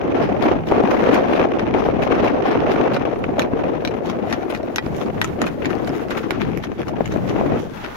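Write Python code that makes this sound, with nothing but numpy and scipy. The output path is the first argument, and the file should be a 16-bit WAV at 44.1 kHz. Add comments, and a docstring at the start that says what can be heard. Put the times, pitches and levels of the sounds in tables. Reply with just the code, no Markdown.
"""A trotting horse in the wind

A horse trots fast on asphalt, heard from a vehicle that keeps pace beside it. Its hooves land in
diagonal pairs, each with a clack and a gritty scrape; some skid or clink on a stone. Rushing air hits
the microphone's two openings (ports) in gusts, swirls and short rasps. Underneath, the tyres hiss."""
import sys
import numpy as np
from scipy import signal
from scipy.fft import rfft, irfft, next_fast_len
from scipy.io import wavfile
from scipy.ndimage import map_coordinates

SR = 44100
rng = np.random.default_rng(int(sys.argv[2]) if len(sys.argv) > 2 else 0)


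def dump_mix(stems):
    """Bounce the given channels to the path in sys.argv[1] as a 16-bit WAV at rate SR."""
    frames = np.atleast_2d(stems).T  # one column per channel
    limited = np.clip(frames, -1, 1)  # hard clip at full scale
    pcm = np.round(limited * 32767).astype(np.int16)
    wavfile.write(sys.argv[1], SR, pcm)


N = 351036
TIME = np.arange(N) / SR
PORT_LEAD_S = 0.000776  # the left port hears the horse first
SHELTER_DB = -6.5  # the right port is sheltered from buffets and the strongest rasps


def amp(db):
    """Turn decibels into a gain."""
    return 10 ** (np.asarray(db) / 20)

def unit(x):
    """Scale to an average power of 1."""
    return x / np.sqrt(np.mean(x ** 2) + 1e-20)

def curve(rows):
    """Join (time, value) points with straight lines."""
    return np.interp(TIME, *np.transpose(rows))

def add(track, s, sound):
    """Mix a sound into a track, starting at s seconds."""
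    track[..., round(s * SR):][..., :sound.shape[-1]] += sound

def fade(t, fade_s):
    """A gain that falls by 60 dB every fade_s seconds."""
    return amp(-60 * t / fade_s)

def ping(hz, fade_s, t):
    """A pure tone that dies away."""
    return np.sin(2 * np.pi * hz * t) * fade(t, fade_s)

def wobble(rate):
    """A smooth curve through `rate` random values a second."""
    return map_coordinates(rng.standard_normal(int(N * rate / SR) + 4), [TIME * rate])

def per_port(rate):
    """A separate wobble for each port."""
    return np.array([wobble(rate), wobble(rate)])

def surge(rate):
    """A wobble for each port, with deep dips and gentle peaks."""
    w = per_port(rate)
    return np.where(w > 0, np.tanh(w), w)

def jitter(count, rate):
    """Samples that jump to a new random value about `rate` times a second."""
    return np.repeat(rng.standard_normal(count), SR // rate)[:count]

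def burst(swell_s, rough_db):
    """Ragged noise that swells and dies away."""
    age = np.arange(SR // 6) / SR / swell_s
    ragged = amp(rough_db * np.clip(jitter(len(age), 1500), -2, 1.5))
    return age * np.exp(1 - age) * unit(rng.standard_normal(len(age)) * ragged)

def pops(rate, spread_db):
    """Random clicks of uneven size at each port."""
    hit = rng.random((2, N)) < rate / SR
    return unit(hit * rng.standard_normal((2, N)) * amp(spread_db * rng.uniform(-0.75, 1, (2, N))))

def grains(rate, hz, scatter, cycles, spread_db):
    """A loose stream of tiny tones at each port, each with its own pitch and size."""
    count = int(2 * N * rate / SR)
    late, phase = rng.random((count, 2)).T[..., None]
    pitch, size = np.clip(rng.standard_normal((count, 2)), -2, 2).T[..., None]
    grain_hz = hz * np.exp(scatter * pitch)
    samples = np.arange(int(cycles * SR / grain_hz.min()))
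    turns = samples * grain_hz / SR
    swell = np.sin(np.pi * np.minimum(turns / cycles, 1)) ** 2
    wave = amp(spread_db * size) * swell * np.sin(2 * np.pi * (turns + phase))
    start = ((np.arange(count)[:, None] + 2 * late) * SR / rate).astype(int)
    places = (start + samples) % (2 * N)
    return unit(np.bincount(places.ravel(), wave.ravel(), 2 * N).reshape(2, N))

def filtered(x, response):
    """Pass x through a filter, given as a function of frequency."""
    size = next_fast_len(N + 8192, real=True)
    return irfft(rfft(x, size) * response(np.fft.rfftfreq(size, 1 / SR)), size)[..., :N]

def colour(points):
    """A filter that shapes the tone along (frequency, level) points."""
    def response(hz):
        point_hz, db = np.transpose(points)
        gain = unit(amp(np.interp(np.log(hz + 1), np.log(point_hz), db)))
        cepstrum = irfft(np.log(gain + 1e-6))
        half = len(cepstrum) // 2
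        cepstrum[1:half] *= 2  # folded so the filter rings after a hit, never before
        cepstrum[half + 1:] = 0
        return np.exp(rfft(cepstrum))
    return response


# How loud the tyres are: (time [s], level [dB])
TYRE_LEVEL = [(0, -76), (1.1, -59.5), (1.6, -78), (3, -73), (3.85, -65.5), (4.25, -64), (6.1, -58.5),
              (6.75, -68.5), (7.2, -58.5), (7.65, -63.5), (7.96, -53)]
# Tone of their hiss: (frequency [Hz], level [dB])
TYRE_TONE = [(60, 30), (300, 10), (800, 27), (1600, 21), (3000, 10), (4800, 2.5), (6600, 1), (8100, -9),
             (9500, -8), (11300, -3), (15500, -6)]
def tyres():
    """Tyres hiss on the asphalt while sand crackles under them."""
    level_db = curve(TYRE_LEVEL)
    rolling = rng.standard_normal((2, N)) * amp(2.6 * per_port(32) + 1.1 * per_port(900))
    hiss = unit(filtered(rolling, colour(TYRE_TONE)))
    sand = grains(rate=420, hz=2500, scatter=0.34, cycles=2.5, spread_db=-1.5)
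    return amp(level_db + 20) * hiss + amp(level_db - 13.5) * sand


# Gusts of air: (time [s], strength [dB])
GUSTS = [(0.0, -22.5), (0.08, -17), (0.19, -16), (0.39, -20.5), (0.48, -13.5), (0.55, -19), (0.64, -29.5),
         (0.69, -21.5), (0.8, -14.5), (0.89, -15), (1.0, -15), (1.13, -14), (1.28, -18), (1.34, -16.5),
         (1.42, -14.5), (1.5, -20), (1.56, -17.5), (1.67, -21), (1.75, -16.5), (1.93, -17), (1.98, -20.5),
         (2.04, -17), (2.085, -18), (2.12, -17.5), (2.28, -14.5), (2.33, -20), (2.39, -15.5), (2.84, -17),
         (3.05, -19), (3.33, -24), (3.38, -19), (3.46, -18.5), (3.5, -26.5), (3.54, -21), (3.7, -19),
         (3.76, -23), (4.53, -23.5), (4.59, -29.5), (4.65, -23.5), (4.8, -28), (4.88, -27), (4.97, -24),
         (5.07, -21), (5.12, -28.5), (5.15, -26), (5.3, -24), (5.33, -29.5), (5.43, -19.5), (5.54, -28),
         (5.66, -21.5), (5.87, -23.5), (6.21, -25), (6.29, -24.5), (6.48, -23.5), (6.63, -30),
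         (6.72, -23.5), (6.75, -36), (6.81, -20.5), (6.85, -39), (6.87, -26.0), (7.02, -21.5), (7.05, -32),
         (7.17, -19), (7.2, -26.5), (7.29, -21), (7.39, -19.5), (7.41, -18), (7.53, -19.5), (7.56, -17.5),
         (7.68, -33), (7.81, -38), (7.87, -31.5), (7.96, -41.5)]
# Which port gets more wind: (time [s], left over right [dB])
WIND_SIDE = [(0, 0), (1.3, 2), (3.5, 1), (4.25, 7), (5.3, 0), (5.7, 7.5), (6.9, 4.5), (7.05, 4), (7.96, 3)]
def airstream():
    """Gust strength above a plain breeze, and how far the wind leans left, both in dB."""
    breeze_db = -21
    return curve(GUSTS) - breeze_db, curve(WIND_SIDE)


# How loud the rumble is, before gusts add to it: (time [s], level [dB])
RUMBLE_LEVEL = [(0.0, -30.5), (0.55, -29), (0.95, -33.5), (1.12, -31.5), (2.2, -31.5), (3.4, -32.5),
                (4.0, -36.5), (4.4, -37), (4.7, -41.5), (4.95, -31.5), (5.55, -33.5), (6.3, -35.5),
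                (6.47, -31.5), (6.75, -35.5), (7.05, -30), (7.55, -28.5), (7.7, -36.5), (7.95, -44)]
# Faster air breaks into smaller swirls: (time [s], high roar over low roar [dB])
AIR_SPEED = [(0, -0.5), (3, 1.5), (4.6, -2.5), (6.5, -7), (7.96, -3.5)]
# Tones of the swirls, from biggest to smallest: (frequency [Hz], level [dB])
RUMBLE_TONE = [(12, -42.5), (28, -21), (42, -10), (70, -5.5), (120, -1.5), (180, -0.5), (230, -2.5),
               (330, -54), (600, -77)]
LOW_ROAR_TONE = [(110, -36), (180, -11), (240, 0.5), (370, 0), (520, -10), (750, -28), (1500, -64)]
HIGH_ROAR_TONE = [(250, -25), (450, 0.5), (560, 0), (730, -0.5), (900, -8), (1200, -25), (2500, -49),
                  (5000, -86)]
FLUTTER_TONE = [(300, -10), (700, 2.5), (1050, 6.5), (1700, -2), (2500, -6.5), (3300, -14), (4700, -25.5),
                (6200, -27), (7000, -37), (8000, -55), (9800, -55), (11500, -36.5), (13500, -55.5),
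                (16000, -66)]
def wind():
    """Swirls of air break on each port: big ones rumble, middling ones roar, small ones flutter."""
    gust_db, left_db = airstream()
    speed_db = curve(AIR_SPEED)
    swell_db = 0.81 * wobble(14)  # brief swells within a gust
    puffs, swirls, spits = surge(45), surge(130), per_port(500)
    clicks = pops(rate=280, spread_db=-2.0)  # each is a thud and a crackle at once

    def air(tone, wobble_db, click_gain):
        noise = rng.standard_normal((2, N)) + click_gain * clicks
        return unit(filtered(noise * amp(wobble_db), colour(tone)))

    rumble = air(RUMBLE_TONE, 2.0 * wobble(12) + 1.6 * swirls, click_gain=0.18)
    rumble *= amp(curve(RUMBLE_LEVEL) + 3 + 0.078 * gust_db)
    low = air(LOW_ROAR_TONE, swell_db + puffs + 4.2 * swirls, click_gain=0.47)
    high = air(HIGH_ROAR_TONE, swell_db + 1.2 * puffs + 6.7 * swirls + 1.6 * spits, click_gain=0.44)
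    blend = (low + amp(speed_db) * high) / np.hypot(1, amp(speed_db))
    hoots = grains(rate=55, hz=418.5, scatter=0.3263, cycles=6.1, spread_db=1.5)
    roar = amp(gust_db - 23.5) * (blend + amp(-2.5) * hoots)
    growth = 1.61  # dB per dB of gust: small swirls grow fastest
    flutter = air(FLUTTER_TONE, growth * swell_db + 2.5 * puffs + 4 * swirls + 2 * spits, click_gain=0.41)
    flutter *= amp(-35 + growth * gust_db + 0.052 * speed_db)
    return (rumble + roar + flutter) * amp(np.array([left_db, -left_db]) / 2)


# The strongest rasps of air: (time [s], level [dB], swell time [s])
STRONG_RASPS = [(0.075, -27, .002), (0.483, -15.5, .002), (0.518, -16.5, 0.0013), (0.716, -23, .002),
                (0.778, -32, 0.0016), (1.13, -16, 0.0029), (1.331, -19, .003), (1.41, -26, 0.0016),
                (1.517, -21.5, .002), (2.02, -18, 0.0024), (2.035, -23, 0.0018), (2.11, -18, 0.004),
                (2.12, -14, 0.0023), (2.201, -22, 0.0018), (2.543, -19.5, .002), (2.838, -20, 0.0023),
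                (3.051, -22.5, 0.003), (3.098, -28, 0.0023), (3.238, -19.5, 0.0027), (3.535, -33, 0.0013)]
# Tone of a rasp: (frequency [Hz], level [dB])
RASP_TONE = [(200, -17), (400, 7.5), (700, 2), (1100, 5.5), (1700, -0.5), (2600, 0), (3400, -11),
             (4700, -24.5), (6200, -23), (7500, -46), (9500, -45), (11300, -33), (15000, -55)]
def rasps(per_second=34, usual_swell_s=0.002, spread_db=4.5):
    """Air tears hardest at the left port; lesser rasps hit either port at random, louder in a gust."""
    gust_db, left_db = airstream()
    tears = [(s, db + port * SHELTER_DB, swell_s, port)
             for s, db, swell_s in STRONG_RASPS for port in range(2)]
    for when, size, length, side in rng.random((int(per_second * N / SR), 4)):
        at, port = int(when * N), int(2 * side)
        db = -29.5 + 1.15 * gust_db[at] + spread_db * (2 * size - 1) + (0.5 - port) * left_db[at]
        tears.append((at / SR, db, usual_swell_s * 2 ** (2 * length - 1), port))
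    track = np.zeros((2, N + SR))
    for s, db, swell_s, port in tears:
        add(track[port], s, amp(db) * burst(swell_s, rough_db=8.0))
    return filtered(track[:, :N], colour(RASP_TONE))


# Single hard swirls of air: (time [s], level [dB], pitch [Hz])
AIR_SLAPS = [(0.438, -8, 513), (0.473, -25, 480), (0.514, -9, 600), (0.714, -3.5, 840), (0.721, 1.5, 368),
             (0.78, -8, 410), (0.802, -5, 450), (0.837, -3.5, 626), (1.326, -9, 570), (1.388, -9.5, 435),
             (1.408, -10, 245), (1.746, -7, 440), (1.887, -6, 460), (2.11, -6, 460), (2.121, -5.5, 315),
             (2.761, -6.5, 462), (2.804, -6.5, 378), (3.052, -9.5, 500), (3.098, -19, 334),
             (3.29, -10, 282), (3.534, -7, 274), (4.864, -10.5, 263), (7.007, -6.5, 247), (7.16, -9, 280),
             (7.411, -8, 423)]
# Tone of their slap: (frequency [Hz], level [dB])
SLAP_TONE = [(60, -26), (200, 6.5), (450, 3), (750, 6), (1300, -13), (2500, -26), (4500, -45), (8000, -61)]
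def buffets():
    """A hard swirl slaps the left port, spins briefly at its own pitch and only brushes the right."""
    t = np.arange(SR // 20) / SR
    slaps, spins = np.zeros((2, 2, N + SR))
    for s, db, hz in AIR_SLAPS:
        for port in range(2):
            slap = 0.24 * rng.standard_normal(len(t)) * fade(t, 0.017)  # its wake
            slap[SR // 1000 + port * SR // 2000] -= 1  # suction passes from port to port
            port_db = db + port * SHELTER_DB
            add(slaps[port], s, amp(port_db + 12) * slap)
            add(spins[port], s, amp(port_db - 1) * ping(hz, 13 / hz, t))
    return filtered(slaps[:, :N], colour(SLAP_TONE)) + spins[:, :N]


def roadside_echo(x, fade_s):
    """Sound scatters thinly off the vehicle and the edge of the road."""
    t = np.arange(SR // 3) / SR
    tail = rng.standard_normal((2, len(t))) * fade(t, fade_s) * (t > 0.004)
    return signal.fftconvolve(x, tail / np.linalg.norm(tail[0]), axes=1)[:, :N]


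# Flung pebbles: (time [s], level [dB])
PEBBLE_TICKS = [(3.6396, -41), (3.9107, -32), (4.575, -32), (4.6314, -33), (5.061, -35.5), (5.753, -31),
                (5.786, -33), (5.847, -32), (5.893, -27), (6.085, -31)]
def pebbles():
    """Loose stones tick on the asphalt, each at a few pitches of its own."""
    t = np.arange(SR // 50) / SR
    track = np.zeros((2, N + SR))
    for s, db in PEBBLE_TICKS:
        hz = 4600 * np.exp(0.22 * rng.uniform(-5, 1, (2, 4, 1)))
        add(track, s, amp(db - 6.5) * ping(hz, 0.0086, t).sum(axis=1))
    return track[:, :N]


# A shoe meets a stone: (time [s], level [dB], pitch [Hz])
SHOE_CLINKS = [(4.333, -34, 5800), (4.7595, -24.5, 6400), (5.2435, -26, 6030), (5.657, -31.5, 6800),
               (7.059, -33, 6840), (7.121, -35, 6130)]
def clinks():
    """A steel shoe catches a stone and rings."""
    t = np.arange(SR // 20) / SR
    track = np.zeros((2, N + SR))
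    for port, side in enumerate((1, -1)):
        for s, db, hz in SHOE_CLINKS:
            add(track[port], s - side * PORT_LEAD_S / 2, amp(db) * ping(hz, 0.024, t))
    return track[:, :N]


# A planted hoof drags: (time [s], level [dB], swell time [s])
HOOF_DRAGS = [(4.326, -29, 0.0098), (5.221, -24, 0.0029), (5.433, -30, 0.0058), (5.471, -31.5, 0.0047),
              (6.11, -28, .008), (6.166, -26, 0.0079), (6.226, -33.5, 0.011), (6.325, -33, 0.014),
              (6.404, -32, 0.0051), (6.461, -42, 0.0098), (6.553, -41, 0.0068), (6.638, -37, 0.0043)]
# Tone of a skid: (frequency [Hz], level [dB])
SKID_TONE = [(500, -16), (1200, 16), (2100, 5), (3000, 2.5), (4500, -10.5), (6300, -11.5), (7500, -29),
             (8500, -36), (11000, -36), (15500, -26)]
def skids():
    """Loose grit grinds under a dragging hoof."""
    track = np.zeros((2, N + SR))
    for port, side in enumerate((1, -1)):
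        for s, db, swell_s in HOOF_DRAGS:
            add(track[port], s - side * PORT_LEAD_S / 2, amp(db + side) * burst(swell_s, rough_db=5))
    return filtered(track[:, :N], colour(SKID_TONE))


# The trot, one diagonal pair of hooves a row: (time [s], second hoof's delay [s], first level [dB],
# second level [dB], first hollowness [dB], second hollowness [dB], first pitch [Hz],
# second pitch [Hz], extra grit [dB])
TROT = [(0.2165, 0.016, -41, -37.5, -1, 6, 1480, 1370, -6.5),
        (0.4228, 0.016, -25, -33, -1, 1, 1480, 1380, -4),
        (0.668, 0.018, -26.5, -27, -5.5, -7, 1800, 1540, -6),
        (.91, 0.007, -25.5, -39, 0, 1, 1510, 1400, -3),
        (1.1415, 0.013, -28.5, -41.5, 1, 15.5, 1520, 1380, 2),
        (1.3252, 0.035, -39, -35, 13, 6, 1390, 1280, 1),
        (1.5932, 0.0053, -23, -59, 2, -4, 1890, 1400, -13.5),
        (1.789, 0.06, -32, -34, -1, -4, 1500, 1400, -7),
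        (2.026, 0.0082, -26, -31, 0, -0.5, 2340, 1450, -4.5),
        (2.245, 0.015, -30, -39, 3, 7, 1500, 1430, -2),
        (2.48, 0.037, -33.5, -39.5, 9, 11.5, 1560, 1400, -1),
        (2.7141, 0.0099, -27.5, -34, 6, 1, 1520, 1400, -2.5),
        (2.9396, 0.024, -25, -30.5, 1, 8.5, 1560, 1456, -4),
        (3.172, 0.0098, -51, -53, -4, -2, 1500, 1400, 0), (3.3928, 0.025, -20, -29, 5, 4, 1780, 2450, 0),
        (3.8487, 0.025, -5.5, -13, -15, -15, 2320, 2400, -10.5),
        (4.056, 0.042, -29, -25, -4.5, -4.5, 1500, 1420, -5),
        (4.307, 0.018, -31.5, -18.5, 3.5, 0.5, 1510, 1880, 1),
        (4.503, .045, -25.5, -26.5, -1, -1.5, 1530, 2450, 1),
        (4.7585, 0.023, -6.5, -16.5, -11, 1.5, 1960, 1940, -1),
        (4.963, 0.049, -31.5, -27.5, -8, 0, 1420, 1120, 0),
        (5.2139, .029, -12.5, -23, 3, 1.5, 1940, 1290, 7),
        (5.415, .051, -22.5, -24.5, 2.5, -1, 1930, 2500, 4.5),
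        (5.6555, 0.048, -29, -26, 7.5, 1, 1900, 1230, 0),
        (5.873, 0.076, -25.5, -33.5, -2, 0, 1390, 1210, -0.5),
        (6.105, 0.069, -24, -30.5, -2, -1.5, 2060, 1490, 1),
        (6.3056, 0.11, -16.5, -32, -2, 1.5, 1420, 1210, -2),
        (6.5691, 0.068, -44, -26.5, 4, -2.5, 1500, 1200, -1),
        (6.793, 0.088, -30.5, -23.5, -1, -6, 1520, 1160, -5.5),
        (7.056, 0.064, -28.5, -30.5, 3.5, -2.5, 1770, 1180, -2),
        (7.289, 0.091, -28.5, -37.5, 1, -2, 1190, 1370, -1.5),
        (7.591, 0.0064, -33, -57, -6.5, -6, 1500, 1400, -1.5),
        (7.771, 0.074, -38, -43, 0.5, 7.5, 2660, 1240, -1)]
# The first hoof skids in, the second lands flat and rings hollow:
# (knock boost [dB], base scrape time [s], left over right [dB])
HOOF_PAIR = [(2.5, 0.05, 1.5), (6, 0.045, 2.5)]
# Short, dry hoof taps on the road, between beats or on a landing: (time [s], level [dB])
DRY_TAPS = [(2.152, -27), (4.429, -32.5), (4.862, -31), (5.288, -38), (5.487, -32.5), (7.845, -26.5)]
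STEP_DB = -23.5  # an ordinary step
def landings():
    """List every touch of a hoof on the road; a harder hoof stops sliding sooner."""
    for s, delay, db1, db2, hollow1, hollow2, hz1, hz2, extra_grit_db in TROT:
        pair = (s, db1, hollow1, hz1), (s + delay, db2, hollow2, hz2)
        for (at, db, hollow_db, hz), (boost_db, base_s, left_db) in zip(pair, HOOF_PAIR):
            force_db = db - STEP_DB
            grit_db = -49 + force_db + extra_grit_db
            scrape_s = base_s * np.exp(-0.18 * (force_db + hollow_db / 2))
            yield at, db, db + boost_db + hollow_db, hz, grit_db, scrape_s, left_db
    for s, db in DRY_TAPS:
        yield s, db, db + 5, 1400, -62, 0.01, 0


def sole(fade_s, ring_gain):
    """A blow and its short ring, different each time the hoof is set down."""
    t = np.arange(SR // 100) / SR
    response = rng.standard_normal(len(t)) * fade(t, fade_s)
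    response *= ring_gain / np.linalg.norm(response)
    response[0] += 1
    return response / np.linalg.norm(response)


# Where the hoof wall and shoe ring: (frequency [Hz], width [Hz], level [dB])
WALL_PEAKS = [(850, 500, 1), (1460, 484, 4), (2250, 1140, 1.5)]
def hoof_wall(hz):
    """The hoof as a filter: it rings at a few broad peaks."""
    response = sum((-1) ** k * amp(db) * 1j * hz * width / (peak ** 2 - hz ** 2 + 1j * hz * width)
                   for k, (peak, width, db) in enumerate(WALL_PEAKS))
    response /= (1 + 1j * hz / 3000) ** 2  # hoof horn is soft: little treble
    return response / np.sqrt(np.mean(abs(response) ** 2))


# The hollow hoof's ring: (multiple of the landing's pitch, level [dB], fade time [s])
HOLLOW_RING = [(1, -4.5, 0.034), (1.65, -18, 0.068)]
# Tones of the clack, the grit and the scuffed dust: (frequency [Hz], level [dB])
CLACK_TONE = [(900, -13.5), (2000, -7.5), (3000, 9), (4200, 1.5), (4900, -4), (5800, -3.5), (7000, -24.5),
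              (8200, -38), (12000, -58)]
GRIT_TONE = [(4500, -6), (5900, 9), (7200, 8.5), (8200, -3), (9500, 1), (11000, 2), (15500, -5)]
SCUFF_TONE = [(7000, -49), (9800, -8), (11200, -4), (12800, -20), (16000, -23)]
def hooves():
    """Each hoof grazes the road, slams flat, rings, grinds over the grit and scuffs the dust."""
    t = np.arange(-SR // 12, SR // 4) / SR  # the hoof lands at t = 0
    before, after = np.maximum(-t, 0), np.maximum(t, 0)
    settle = 1 + 0.8 * (t >= 0) * fade(after, 0.025)
    scuff = amp(-70.5) * np.exp(-np.abs(t - 0.008) / 0.012)
    forces, rings = np.zeros((4, 2, N + SR)), np.zeros((2, N + SR))
    for s, db, knock_db, hz, grit_db, scrape_s, left_db in landings():
        force_db = db - STEP_DB
        graze = fade(before, 0.029 * np.exp(-0.2 * force_db))  # a light hoof brushes for longer
        blow = (t == 0) * amp(0.14 * force_db)  # one sharp impact reaches both ports
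        scrape = graze * settle * fade(after, max(scrape_s, 0.01))
        body = sole(fade_s=0.0074, ring_gain=0.42)
        clop = sum(amp(knock_db + ring_db) * ping(hz * ratio, fade_s, after)
                   for ratio, ring_db, fade_s in HOLLOW_RING)
        shoe_hz = 5200 * np.exp(0.08 * rng.standard_normal())
        shoe = amp(db - 19.5) * ping(shoe_hz, 0.016, after)
        for port, side in enumerate((1, -1)):
            crunch = amp(8.3 * jitter(len(t), 2000))  # crushed grains make the force spiky
            rub = rng.standard_normal(len(t)) * crunch
            knock = amp(knock_db - 15.5) * (scrape * rub + 30 * blow)
            clack = amp(db - 26.5) * (scrape * rub + 28 * blow)
            grit = amp(grit_db) * (scrape * rub + 13 * blow)
            contact = signal.fftconvolve([knock, clack, grit, scuff * rub], body[None], axes=1)
            start_s = s + 0.0018 - side * PORT_LEAD_S / 2 + t[0]
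            gain = amp(side * left_db / 2)
            add(forces[:, port], start_s, gain * contact)
            add(rings[port], start_s, gain * (clop + shoe))
    tones = hoof_wall, colour(CLACK_TONE), colour(GRIT_TONE), colour(SCUFF_TONE)
    return rings[:, :N] + sum(filtered(force[:, :N], tone) for force, tone in zip(forces, tones))


def scene():
    """Hoofbeats and their echo, mixed with the wind and the tyres."""
    horse = hooves() + pebbles() + skids() + clinks()
    echo = amp(-8.0) * roadside_echo(horse, fade_s=0.049)
    return horse + echo + wind() + buffets() + rasps() + tyres()


def record(dry):
    """The microphone rounds off the strongest buffets and loses the very highest treble."""
    rounded = dry / (1 + dry ** 4) ** (1 / 4)
    return filtered(rounded, lambda hz: hz < 15850)


dry = scene()
out = record(dry)
dump_mix(out)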